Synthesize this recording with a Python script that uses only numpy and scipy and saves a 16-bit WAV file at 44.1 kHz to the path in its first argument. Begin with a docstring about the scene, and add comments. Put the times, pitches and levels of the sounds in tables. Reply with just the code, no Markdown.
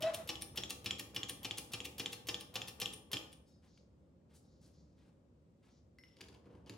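"""A seal groan, then hard steel clacks: a bottle jack on a round steel table, hand-pumped 3.5 strokes a second.
Each stroke: loose linkage chatters, lever clacks down, valve ticks, link clinks at the top; oily rubs and a low rumble lie under.
Then gloves and sleeves rustle as the jack is turned; the tube handle rolls aside, is picked up, fitted and worked.
Contacts are damped modes plus decaying noise grains; rubbing is coloured noise under envelopes; the seal is a wavering tone."""
import sys
import numpy as np
from scipy import signal
from scipy.fft import rfft, irfft, next_fast_len
from scipy.io import wavfile
from scipy.ndimage import uniform_filter1d, map_coordinates

SR = 44100
rng = np.random.default_rng(int(sys.argv[2]) if len(sys.argv) > 2 else 0)


def put_to_file(sound):
    """Save the sound as 16-bit audio at rate SR, in the file named by the first command-line argument."""
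    columns = np.atleast_2d(sound).T  # one column per channel
    safe = np.clip(columns, -1, 1)
    whole_steps = np.round(safe * 32767)
    wavfile.write(sys.argv[1], SR, whole_steps.astype(np.int16))


N = 298557
AGE = np.arange(SR // 2) / SR  # s since a contact


def amp(db):
    """Decibels to gain."""
    return 10 ** (np.asarray(db) / 20)


def unit(x):
    """Scale to rms 1."""
    return x / np.sqrt(np.mean(x ** 2) + 1e-20)


def along(points, hz):
    """Interpolate (hz, value) points on a log frequency axis."""
    point_hz, value = np.transpose(points)
    return np.interp(np.log(hz + 1), np.log(point_hz + 1), value)


def filtered(x, response):
    """Multiply the spectrum of x by a response of frequency."""
    n = x.shape[-1]
    padded = next_fast_len(n + 8192)
    spectrum = rfft(x, padded) * response(np.fft.rfftfreq(padded, 1 / SR))
    return irfft(spectrum, padded)[..., :n]


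def noise(spectrum, shape):
    """Coloured noise of rms 1."""
    return unit(filtered(rng.standard_normal(shape), lambda hz: amp(along(spectrum, hz))))


def wobble(knots_per_s):
    """Smooth random curve through evenly spaced knots."""
    knots = rng.standard_normal(int(N * knots_per_s / SR) + 4)
    return map_coordinates(knots, [np.arange(N) * knots_per_s / SR])


def uneven(spectrum, depth_db, knots_per_s):
    """Coloured rubbing noise whose level wanders, rms 1."""
    return unit(noise(spectrum, N) * amp(depth_db * wobble(knots_per_s)))


def fade(t60_s):
    """Exponential decay after a contact."""
    return np.exp(-np.log(1000) * AGE / t60_s)


def onset(attack_s):
    """Exponential rise after a contact."""
    return 1 - np.exp(-AGE / attack_s)


def swell(start_s, length_s, attack_s, release_s):
    """Movement envelope: smooth rise, hold to the end of length_s, decay of 60 dB per release_s."""
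    t = np.arange(N) / SR - start_s
    rise = np.sin(np.pi / 2 * np.clip(t / attack_s, 0, 1)) ** 2
    return rise * np.exp(-np.log(1000) * np.clip((t - length_s) / release_s, 0, 2))


def ring(modes, attack_s):
    """Damped modes, gains normalised; random mode strengths and a slight random pitch blur roughen each ring."""
    hz, db, t60_s = np.transpose(modes)[:, :, None]
    gain = amp(db + 2 * rng.standard_normal(db.shape))
    drift = np.cumsum(rng.standard_normal((len(hz), len(AGE))), 1)
    blur_cycles = drift * np.sqrt(hz / SR) * .03
    cycles = hz * AGE + rng.random(hz.shape) + blur_cycles
    waves = np.sin(2 * np.pi * cycles) * fade(t60_s)
    return np.sum(gain * waves, 0) / np.linalg.norm(gain) * onset(attack_s)


def rattle(spectrum, t60_s, grit_db):
    """Dying cluster of tiny contacts, uneven by the millisecond, of equal energy at every call."""
    grit = unit(uniform_filter1d(rng.standard_normal(len(AGE)), size=48))
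    cluster = noise(spectrum, len(AGE)) * amp(grit_db * np.clip(grit, -2, 2)) * fade(t60_s)
    return cluster * np.linalg.norm(fade(t60_s)) / np.linalg.norm(cluster)


def add(track, start_s, sound):
    """Mix a sound into the track."""
    start = max(round(start_s * SR), 0)
    track[start:start + len(sound)] += sound[:max(N - start, 0)]


# left-right likeness of diffuse sound: hz, likeness (-1 to 1)
LIKENESS = [(60, 0.97), (200, 0.94), (330, 0.66), (500, 0.66), (1100, -0.054), (2700, 0.017),
            (6400, -0.0014), (10500, 0.42), (13000, -0.75)]


def diffuse(pair):
    """Mix two unrelated signals into left and right, alike in the bass."""
    def weights(hz):
        angle = np.arccos(np.clip(along(LIKENESS, hz), -1, 1)) / 2
        return np.array([np.cos(angle), np.sin(angle)])
    mid, side = filtered(pair, weights)
    return np.array([mid + side, mid - side])


# low room rumble colour: hz, relative_db_per_hz
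RUMBLE_COLOUR = [(20, -35.5), (35, -23), (50, -12), (68, 4.5), (90, -0.5), (120, -2), (170, -1),
                 (260, -4.5), (450, -13.5), (540, -9), (650, -20.5), (1280, -29.5), (2500, -50),
                 (5000, -100)]
# rumble level: time_s, level_db
RUMBLE_LEVEL = [(0.0, -57), (0.4, -58), (3.09, -61.5), (3.6, -65.5), (4.62, -64), (5.73, -67), (6.15, -66),
                (6.39, -64), (6.77, -60.5)]
# faint hiss colour: hz, relative_db_per_hz
HISS_COLOUR = [(350, -35.5), (600, 0), (944, -16), (1900, -10), (7940, -18.5), (10200, -36.5),
               (16000, -38.5)]


def background():
    """Diffuse low rumble, stronger while the jack is worked, under a faint steady hiss."""
    time_s, level_db = np.transpose(RUMBLE_LEVEL)
    rumble_db = np.interp(np.arange(N) / SR, time_s, level_db)
    rumble = amp(rumble_db) * diffuse(noise(RUMBLE_COLOUR, (2, N)))
    hiss = amp(-89.0) * diffuse(noise(HISS_COLOUR, (2, N)))
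    return rumble + hiss


# workshop decay: hz, t60_s
ECHO_T60 = [(100, 0.55), (600, 0.65), (3000, 0.43), (7000, 0.39), (14000, 0.39)]


def echo():
    """One workshop answer to a click: noise decaying by band, the treble sooner."""
    hz, t, bands = signal.stft(rng.standard_normal((2, SR * 3 // 4)), SR, nperseg=256)
    decay = np.exp(-np.log(1000) * t / along(ECHO_T60, hz)[:, None])
    tail = signal.istft(bands * decay, SR, nperseg=256)[1]
    tail = tail * (1 - np.exp(-np.arange(tail.shape[1]) / SR / 0.0023))
    return tail / np.linalg.norm(tail[0])


# echo colour: hz, relative_level_db
ECHO_COLOUR = [(100, -16), (600, 3), (3000, -6.5), (7000, -2.5), (14000, -5.5)]


def room(x, count=14):
    """Echo of the foreground; each of count equal time spans draws a fresh random pattern."""
    out = np.zeros((2, N + SR))
    for part in np.array_split(np.arange(N), count):
        wet = signal.fftconvolve(x[None, part], echo(), axes=1)
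        out[:, part[0]:part[0] + wet.shape[1]] += wet
    return filtered(diffuse(out[:, :N]), lambda hz: amp(along(ECHO_COLOUR, hz)))


# glove, sleeve and palm colours: hz, relative_db_per_hz
GLOVE_COLOUR = [(900, -23.5), (2200, -13.5), (4500, -5.5), (8000, -2.5), (11500, -7), (13500, -10.5),
                (15500, -11)]
SLEEVE_COLOUR = [(1500, -23), (3200, -4), (4400, 5), (5600, 4), (7000, -1), (8500, -26), (14000, -37)]
PALM_COLOUR = [(300, -13.5), (800, 2.5), (2000, -1), (3200, -0.5), (5000, -7), (10000, -24.5)]
# gloved hand takes hold of jack or handle: start_s, length_s, glove_db, palm_db
GRIPS = [(3.46, 0.04, -83.5, -91), (3.615, 0.051, -87, -78), (4.288, 0.063, -88, -80),
         (4.333, 0.041, -69.5, -98), (4.605, 0.079, -78.5, -83), (4.963, .13, -94.5, -82),
         (5.616, 0.075, -91, -77.5)]
GRIP_ATTACK_S, GRIP_RELEASE_S = 0.024, 0.13
# sleeve swishes as the arm moves: start_s, length_s, level_db
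SWISHES = [(3.656, 0.14, -79), (4.32, .05, -80), (4.42, 0.18, -86), (4.6, 0.063, -77.5),
           (4.712, 0.097, -80), (4.83, 0.18, -92), (5.68, 0.096, -80)]
SWISH_ATTACK_S, SWISH_RELEASE_S = 0.038, 0.2
FIDGET_DB, FIDGET_SWING_DB = -99, 1.5  # faint rubbing of the overalls


def cloth():
    """Gloves catch in small uneven grains, palms rub lower, sleeves swish more softly."""
    glove = uneven(GLOVE_COLOUR, 2.2, 200)
    sleeve = uneven(SLEEVE_COLOUR, 1.1, 80)
    palm = uneven(PALM_COLOUR, 1.5, 110)
    out = amp(FIDGET_DB + FIDGET_SWING_DB * wobble(8.1)) * (palm + amp(-2) * glove)
    for start_s, length_s, glove_db, palm_db in GRIPS:
        grip = swell(start_s, length_s, GRIP_ATTACK_S, GRIP_RELEASE_S)
        out += grip * (amp(glove_db) * glove + amp(palm_db) * palm)
    for start_s, length_s, db in SWISHES:
        out += amp(db) * sleeve * swell(start_s, length_s, SWISH_ATTACK_S, SWISH_RELEASE_S)
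    return out


# loose handle rolls on the table: start_s, length_s, level_db
ROLLS = [(3.447, 0.083, -80), (3.686, 0.11, -86), (4.4, .15, -90)]
# resonances of the rolling tube: centre_hz, width_hz, relative_db
ROLL_TONES = [(3810, 23, -9), (4340, 30, -9), (4870, 18, -5), (5260, 26, -7), (5510, 19, -5),
              (6500, 24, -9)]
ROLL_ATTACK_S, ROLL_RELEASE_S = 0.034, .4


def rolling():
    """Table grain, as white noise, excites the tube's narrow resonances."""
    def tube(hz):
        return sum(amp(db) * 1j * hz * width_hz / (centre_hz ** 2 - hz ** 2 + 1j * hz * width_hz)
                   for centre_hz, width_hz, db in ROLL_TONES)
    song = unit(filtered(rng.standard_normal(N), tube))
    level = sum(amp(db) * swell(start_s, length_s, ROLL_ATTACK_S, ROLL_RELEASE_S)
                for start_s, length_s, db in ROLLS)
    return song * level


# handle touches the socket and rings freely: time_s, relative_db
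TINGS = [(5.9859, -56.5), (6.0368, -56)]
# handle knocks the jack's foot or inside the socket: time_s, knock_relative_db, thump_relative_db
KNOCKS = [(3.7753, -59, -65), (6.1666, -57, -62), (6.2082, -39, -54), (6.237, -51, -73), (6.2849, -52, -54),
          (6.3411, -57, -66), (6.4568, -69, -53.5), (6.5512, -66, -55), (6.6618, -58.5, -56),
          (6.6961, -41, -45.5)]
# handle moves in the socket: start_s, length_s, grate_db, piston_rub_db
MOVES = [(6.04, 0.16, -81.5, -87), (6.18, 0.18, -75.5, -73.5), (6.435, 0.13, -85, -70),
         (6.564, .09, -105, -80.5), (6.66, 0.076, -69, -66.5)]
MOVE_ATTACK_S, MOVE_RELEASE_S = 0.01, 0.18
# modes of the free tube, the seated tube and the table: hz, relative_db, t60_s
TUBE_MODES = [(2038, 9, 0.083), (2114, 2, .08), (2900, -5, 0.053), (5370, -7, .55), (5370, -10.5, 0.48),
              (9560, -19, 0.21), (12400, -15, 0.22)]
SOCKET_MODES = [(1690, 6.5, 0.022), (2275, 8, 0.033), (3160, -23, 0.036), (3860, -6, 0.043),
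                (4200, -3, .06), (4780, 8, 0.051), (4930, 0, .05), (6070, -15, 0.15), (6860, -2, 0.054),
                (9700, -3, 0.045)]
TABLE_MODES = [(112.2, 0, 0.33), (194, -5.5, 0.2), (277.9, -7, .3), (322.2, -7.5, 0.28),
               (376.7, -8.5, 0.17), (432.3, -9, 0.14), (492.2, -8, 0.18), (560, -26, 0.1),
               (794.4, -7, 0.11), (856, -9.5, 0.14), (1074, -9, 0.068), (1146.4, -4.5, 0.074),
               (1238, -14.5, 0.21)]
# hard steel contact and oily piston rub colours: hz, relative_db_per_hz
CRACK_COLOUR = [(60, -8), (300, -15.5), (1400, -12.5), (2100, -12), (2900, 5), (3900, -3), (5400, -5.5),
                (7500, -15), (11500, -17), (16000, -22.5)]
OIL_COLOUR = [(250, -21), (450, 5), (650, -5.5), (1000, -4), (1500, -11.5), (3000, -20), (8000, -38)]


def handle():
    """The tube rings while free, then grates and knocks dully in the socket and draws the piston up."""
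    grate = uneven(CRACK_COLOUR, 3.9, 250)
    rub = uneven(OIL_COLOUR, 2.4, 90)
    out = np.zeros(N)
    for start_s, length_s, grate_db, rub_db in MOVES:
        move = swell(start_s, length_s, MOVE_ATTACK_S, MOVE_RELEASE_S)
        out += move * (amp(grate_db) * grate + amp(rub_db) * rub)
    for time_s, db in TINGS:
        tube = amp(0.5) * ring(TUBE_MODES, attack_s=0.00016)
        touch = amp(-4.0) * rattle(CRACK_COLOUR, t60_s=0.01, grit_db=1.0)
        add(out, time_s, amp(db) * (tube + touch))
    for time_s, db, thump_db in KNOCKS:
        seated = amp(-6.0) * ring(SOCKET_MODES, attack_s=0.00066)
        scatter = amp(-8.0) * rattle(CRACK_COLOUR, t60_s=0.039, grit_db=-9)
        add(out, time_s, amp(db) * (seated + scatter))
        add(out, time_s, amp(thump_db + 2.5) * ring(TABLE_MODES[:6], attack_s=0.0031))
    return out


# pump strokes; valve shuts about 60 ms and link tops out about 130 ms after landing:
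# landing_s, clack_relative_db, play_relative_db, valve_s, valve_relative_db,
# top_s, clink_relative_db, pin_relative_db
STROKES = [(0.0223, -26.5, -48, .083, -46.5, .1452, -28, -43.5),
           (0.2906, -25, -42.5, .355, -32.5, .4207, -30.5, -41),
           (0.5741, -24, -42.5, .6355, -26.5, .705, -25.5, -49.5),
           (0.86, -24.5, -44.5, .9085, -21, .9951, -27, -50),
           (1.1625, -24.5, -42.5, 1.2316, -24.5, 1.295, -27.5, -40.5),
           (1.447, -27, -43, 1.51, -24, 1.5821, -27, -45.5),
           (1.7354, -26, -43, 1.8034, -28.5, 1.8526, -28, -63),
           (1.997, -24.5, -39, 2.0595, -23, 2.1301, -29.5, -54.5),
           (2.2867, -23.5, -40.5, 2.3438, -24, 2.4086, -34.5, -56.5),
           (2.5562, -24, -44, 2.6174, -26.5, 2.6822, -31.5, -51),
           (2.8162, -24.5, -34.5, 2.8578, -23, 2.935, -36, -47),
           (3.1319, -23, -38, 3.1692, -27.5, 3.3285, -44, -61)]
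PUSH_S, PUSH_DB, PUSH_RELEASE_S = .04, -63.5, .08  # starts PUSH_S before the landing


def piston():
    """Each downstroke pushes oil with a soft noise rub."""
    rub = uneven(OIL_COLOUR, 3.3, 90)
    pushes = sum(swell(landing_s - PUSH_S, PUSH_S, PUSH_S / 2, PUSH_RELEASE_S) for landing_s, *_ in STROKES)
    return amp(PUSH_DB) * rub * pushes


# seal slips and groans: start_s, length_s, pitch_hz, level_db
SLIPS = [(.006, 0.023, 618.3, -43.5), (0.028, .074, 652.5, -30.5), (0.112, .035, 597.3, -45.5),
         (.15, 0.073, 650.6, -48)]
SLIP_ATTACK_S, SLIP_RELEASE_S = .016, 0.029
# seal's rough edge: hz, relative_db_per_hz
RASP_COLOUR = [(300, -13), (900, 2.5), (1400, 1), (2200, -4), (4000, -9), (6000, -17), (12000, -30)]


def seal(overtone_db=-22, rasp_db=-22, rasp_growth=0.65):
    """Stick-slip: unsteady tone; overtones and a rasp on each cycle that lasts through the weak slips."""
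    slips = np.array([amp(db) * swell(start_s, length_s, SLIP_ATTACK_S, SLIP_RELEASE_S)
                      for start_s, length_s, _, db in SLIPS]) + 1e-12
    force = slips.sum(0)
    pitch_hz = np.array(SLIPS)[:, 2] @ slips / force  # strongest slip dominates
    phase = 2 * np.pi * np.cumsum(pitch_hz * (1 + .025 * wobble(260))) / SR
    overtones = sum((1 + wobble(150)) * np.sin(k * phase) / k ** .5 for k in range(2, 7))
    rasp_level = force.max() * (force / force.max()) ** rasp_growth
    rasp = noise(RASP_COLOUR, N) * (1 + np.cos(phase)) * rasp_level
    level = force * amp(1.2 * wobble(110))
    groan = level * np.sin(phase)
    return groan, amp(overtone_db) * level * overtones + amp(rasp_db) * rasp


# modes of the link pin and the jack's body: hz, relative_db, t60_s
PIN_MODES = [(9130, -5.5, 0.012), (9260, -12.5, 0.047), (9260, -7.5, 0.053), (9454, -2.5, 0.038),
             (11740, -4, .015)]
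JACK_MODES = [(1806, -9, 0.082), (2040, -14.5, .08), (2390, -8, 0.14), (2750, 1.5, .06),
              (2860, -12.5, 0.016), (2976, -4, .07), (3230, -11.5, 0.11), (3420, -2.5, .06),
              (3730, -7, .05), (4050, -11.5, 0.077), (4270, -9.5, 0.1), (4870, -15.5, .08),
              (5245, -4.5, 0.097), (5505, -6, 0.12), (6030, -9, .06), (7110, -16, .06)]
# loose steel chatter colour: hz, relative_db_per_hz
CHATTER_COLOUR = [(200, -21.5), (1500, -16), (3200, 2), (4300, -4.5), (5400, -5.5), (8000, -10.5),
                  (11800, -8), (16000, -5)]


def upstrokes(slide_s=.012):
    """The link scrapes up to its stop, where the small pin rings high."""
    out = np.zeros(N)
    for *_, top_s, db, pin_db in STROKES:
        scrape = np.minimum(AGE / slide_s, 1) * rattle(CHATTER_COLOUR, t60_s=.1, grit_db=4)
        add(out, top_s - slide_s, amp(db - 10) * scrape)
        stop = amp(-2) * rattle(CHATTER_COLOUR, t60_s=.014, grit_db=2.5) * onset(0.00074)
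        body = amp(-14) * ring(JACK_MODES, attack_s=0.00089)
        table = amp(-19.0) * ring(TABLE_MODES, attack_s=.004)
        add(out, top_s, amp(db) * (stop + body + table))
        add(out, top_s, amp(pin_db + 8.5) * ring(PIN_MODES, attack_s=.0006))
    return out


# modes of the valve: hz, relative_db, t60_s
VALVE_MODES = [(2628, -3.5, 0.0044), (3260, 1, .007), (6520, -23.5, 0.017), (7180, -24, 0.03),
               (7380, -28, 0.0088)]


def valve():
    """Hard, quickly damped tick that also stirs the body and the table."""
    out = np.zeros(N)
    for _, _, _, valve_s, db, *_ in STROKES:
        snap = amp(8) * ring(VALVE_MODES, attack_s=0.00065)
        body = amp(-20) * ring(JACK_MODES, attack_s=0.0022)
        table = amp(-21.5) * ring(TABLE_MODES, attack_s=.003)
        scatter = amp(-19.5) * rattle(CRACK_COLOUR, t60_s=0.049, grit_db=2.5)
        add(out, valve_s, amp(db) * (snap + body + table + scatter))
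    return out


# modes of the lever's pivot: hz, relative_db, t60_s
PIVOT_MODES = [(9250, -9, .02), (11550, -1.5, 0.036), (11930, -2.5, .07), (11600, 0, .05), (15400, -6, .02)]
# dull part of a blow on the table: hz, relative_db_per_hz
THUD_COLOUR = [(25, -48.5), (50, -22), (100, 2.5), (330, 2.5), (650, -14.5), (1100, -7), (1500, -11),
               (3000, -35.5)]
PLAY_S = .016  # linkage takes up its play before landing
THUMP_DB, JOLT_DB = -17, 0.5  # table thump and valve jolt gains within the clack


def downstrokes():
    """The loose pivot ticks and chatters, then the lever lands: crack, body ring, valve jolt, table thump."""
    out = np.zeros(N)
    for landing_s, db, play_db, *_ in STROKES:
        tick = amp(-6.5) * rattle(CHATTER_COLOUR, t60_s=0.0066, grit_db=2.5)
        tick = tick + amp(-5) * ring(PIVOT_MODES, attack_s=.0002)
        chatter = amp(-8) * rattle(CHATTER_COLOUR, t60_s=.3, grit_db=-0.5) * (AGE < PLAY_S)
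        add(out, landing_s - PLAY_S, amp(play_db) * (tick + chatter))
        crack = amp(-5.0) * rattle(CRACK_COLOUR, t60_s=0.048, grit_db=2.5) * onset(0.0039)
        body = amp(-10) * ring(JACK_MODES, attack_s=.0007)
        spark = amp(-3.5) * rattle(CHATTER_COLOUR, t60_s=0.0042, grit_db=8.0)
        jolt = amp(JOLT_DB) * ring(VALVE_MODES, attack_s=.0012)
        thud = amp(-9.5) * rattle(THUD_COLOUR, t60_s=0.22, grit_db=6.0) * onset(0.0037)
        thump = amp(THUMP_DB) * (ring(TABLE_MODES, attack_s=0.0023) + thud)
        add(out, landing_s, amp(db) * (crack + body + spark + jolt + thump))
    return out


# phase by which the left port leads the right: hz, lead_rad
PORT_LEAD = [(20, 0), (700, 0), (1200, .8), (2000, .2), (4800, .6), (11000, .6), (13000, 2.8), (16000, 2)]
GROAN_ECHO_DB = -16  # groan's share of the room's answer


def scene(low_hz=70):
    """Jack, handle and hands before a close pair of microphone ports, with room echo and background."""
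    groan, rasp = seal()
    work = cloth() + rolling() + handle() + piston() + rasp + upstrokes() + valve() + downstrokes()
    # gentle bass cut below low_hz keeps the contacts lean
    work = filtered(work, lambda hz: (1j * hz / (low_hz + 1j * hz)) ** 2)
    direct = filtered(work + groan, lambda hz: np.exp(np.array([[.5j], [-.5j]]) * along(PORT_LEAD, hz)))
    echoes = room(work + amp(GROAN_ECHO_DB) * groan)
    return direct + amp(-0.5) * echoes + background()


# port sensitivity: hz, left_minus_right_db
PORT_TILT = [(60, 0.5), (110, 0.0), (200, -0.5), (380, 1), (700, 1), (1290, 2), (2380, 1.5), (4400, 1.5),
             (8120, 4), (15000, -1.5)]
TOP_HZ = 16000


def record(dry):
    """Left and right ports differ in sensitivity by frequency; a steep low-pass sets the band limit."""
    def response(hz):
        sides = amp(np.array([[.5], [-.5]]) * along(PORT_TILT, hz))
        return sides / (1 + (hz / TOP_HZ) ** 120)
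    return filtered(dry, response)


dry = scene()
out = record(dry)
put_to_file(out)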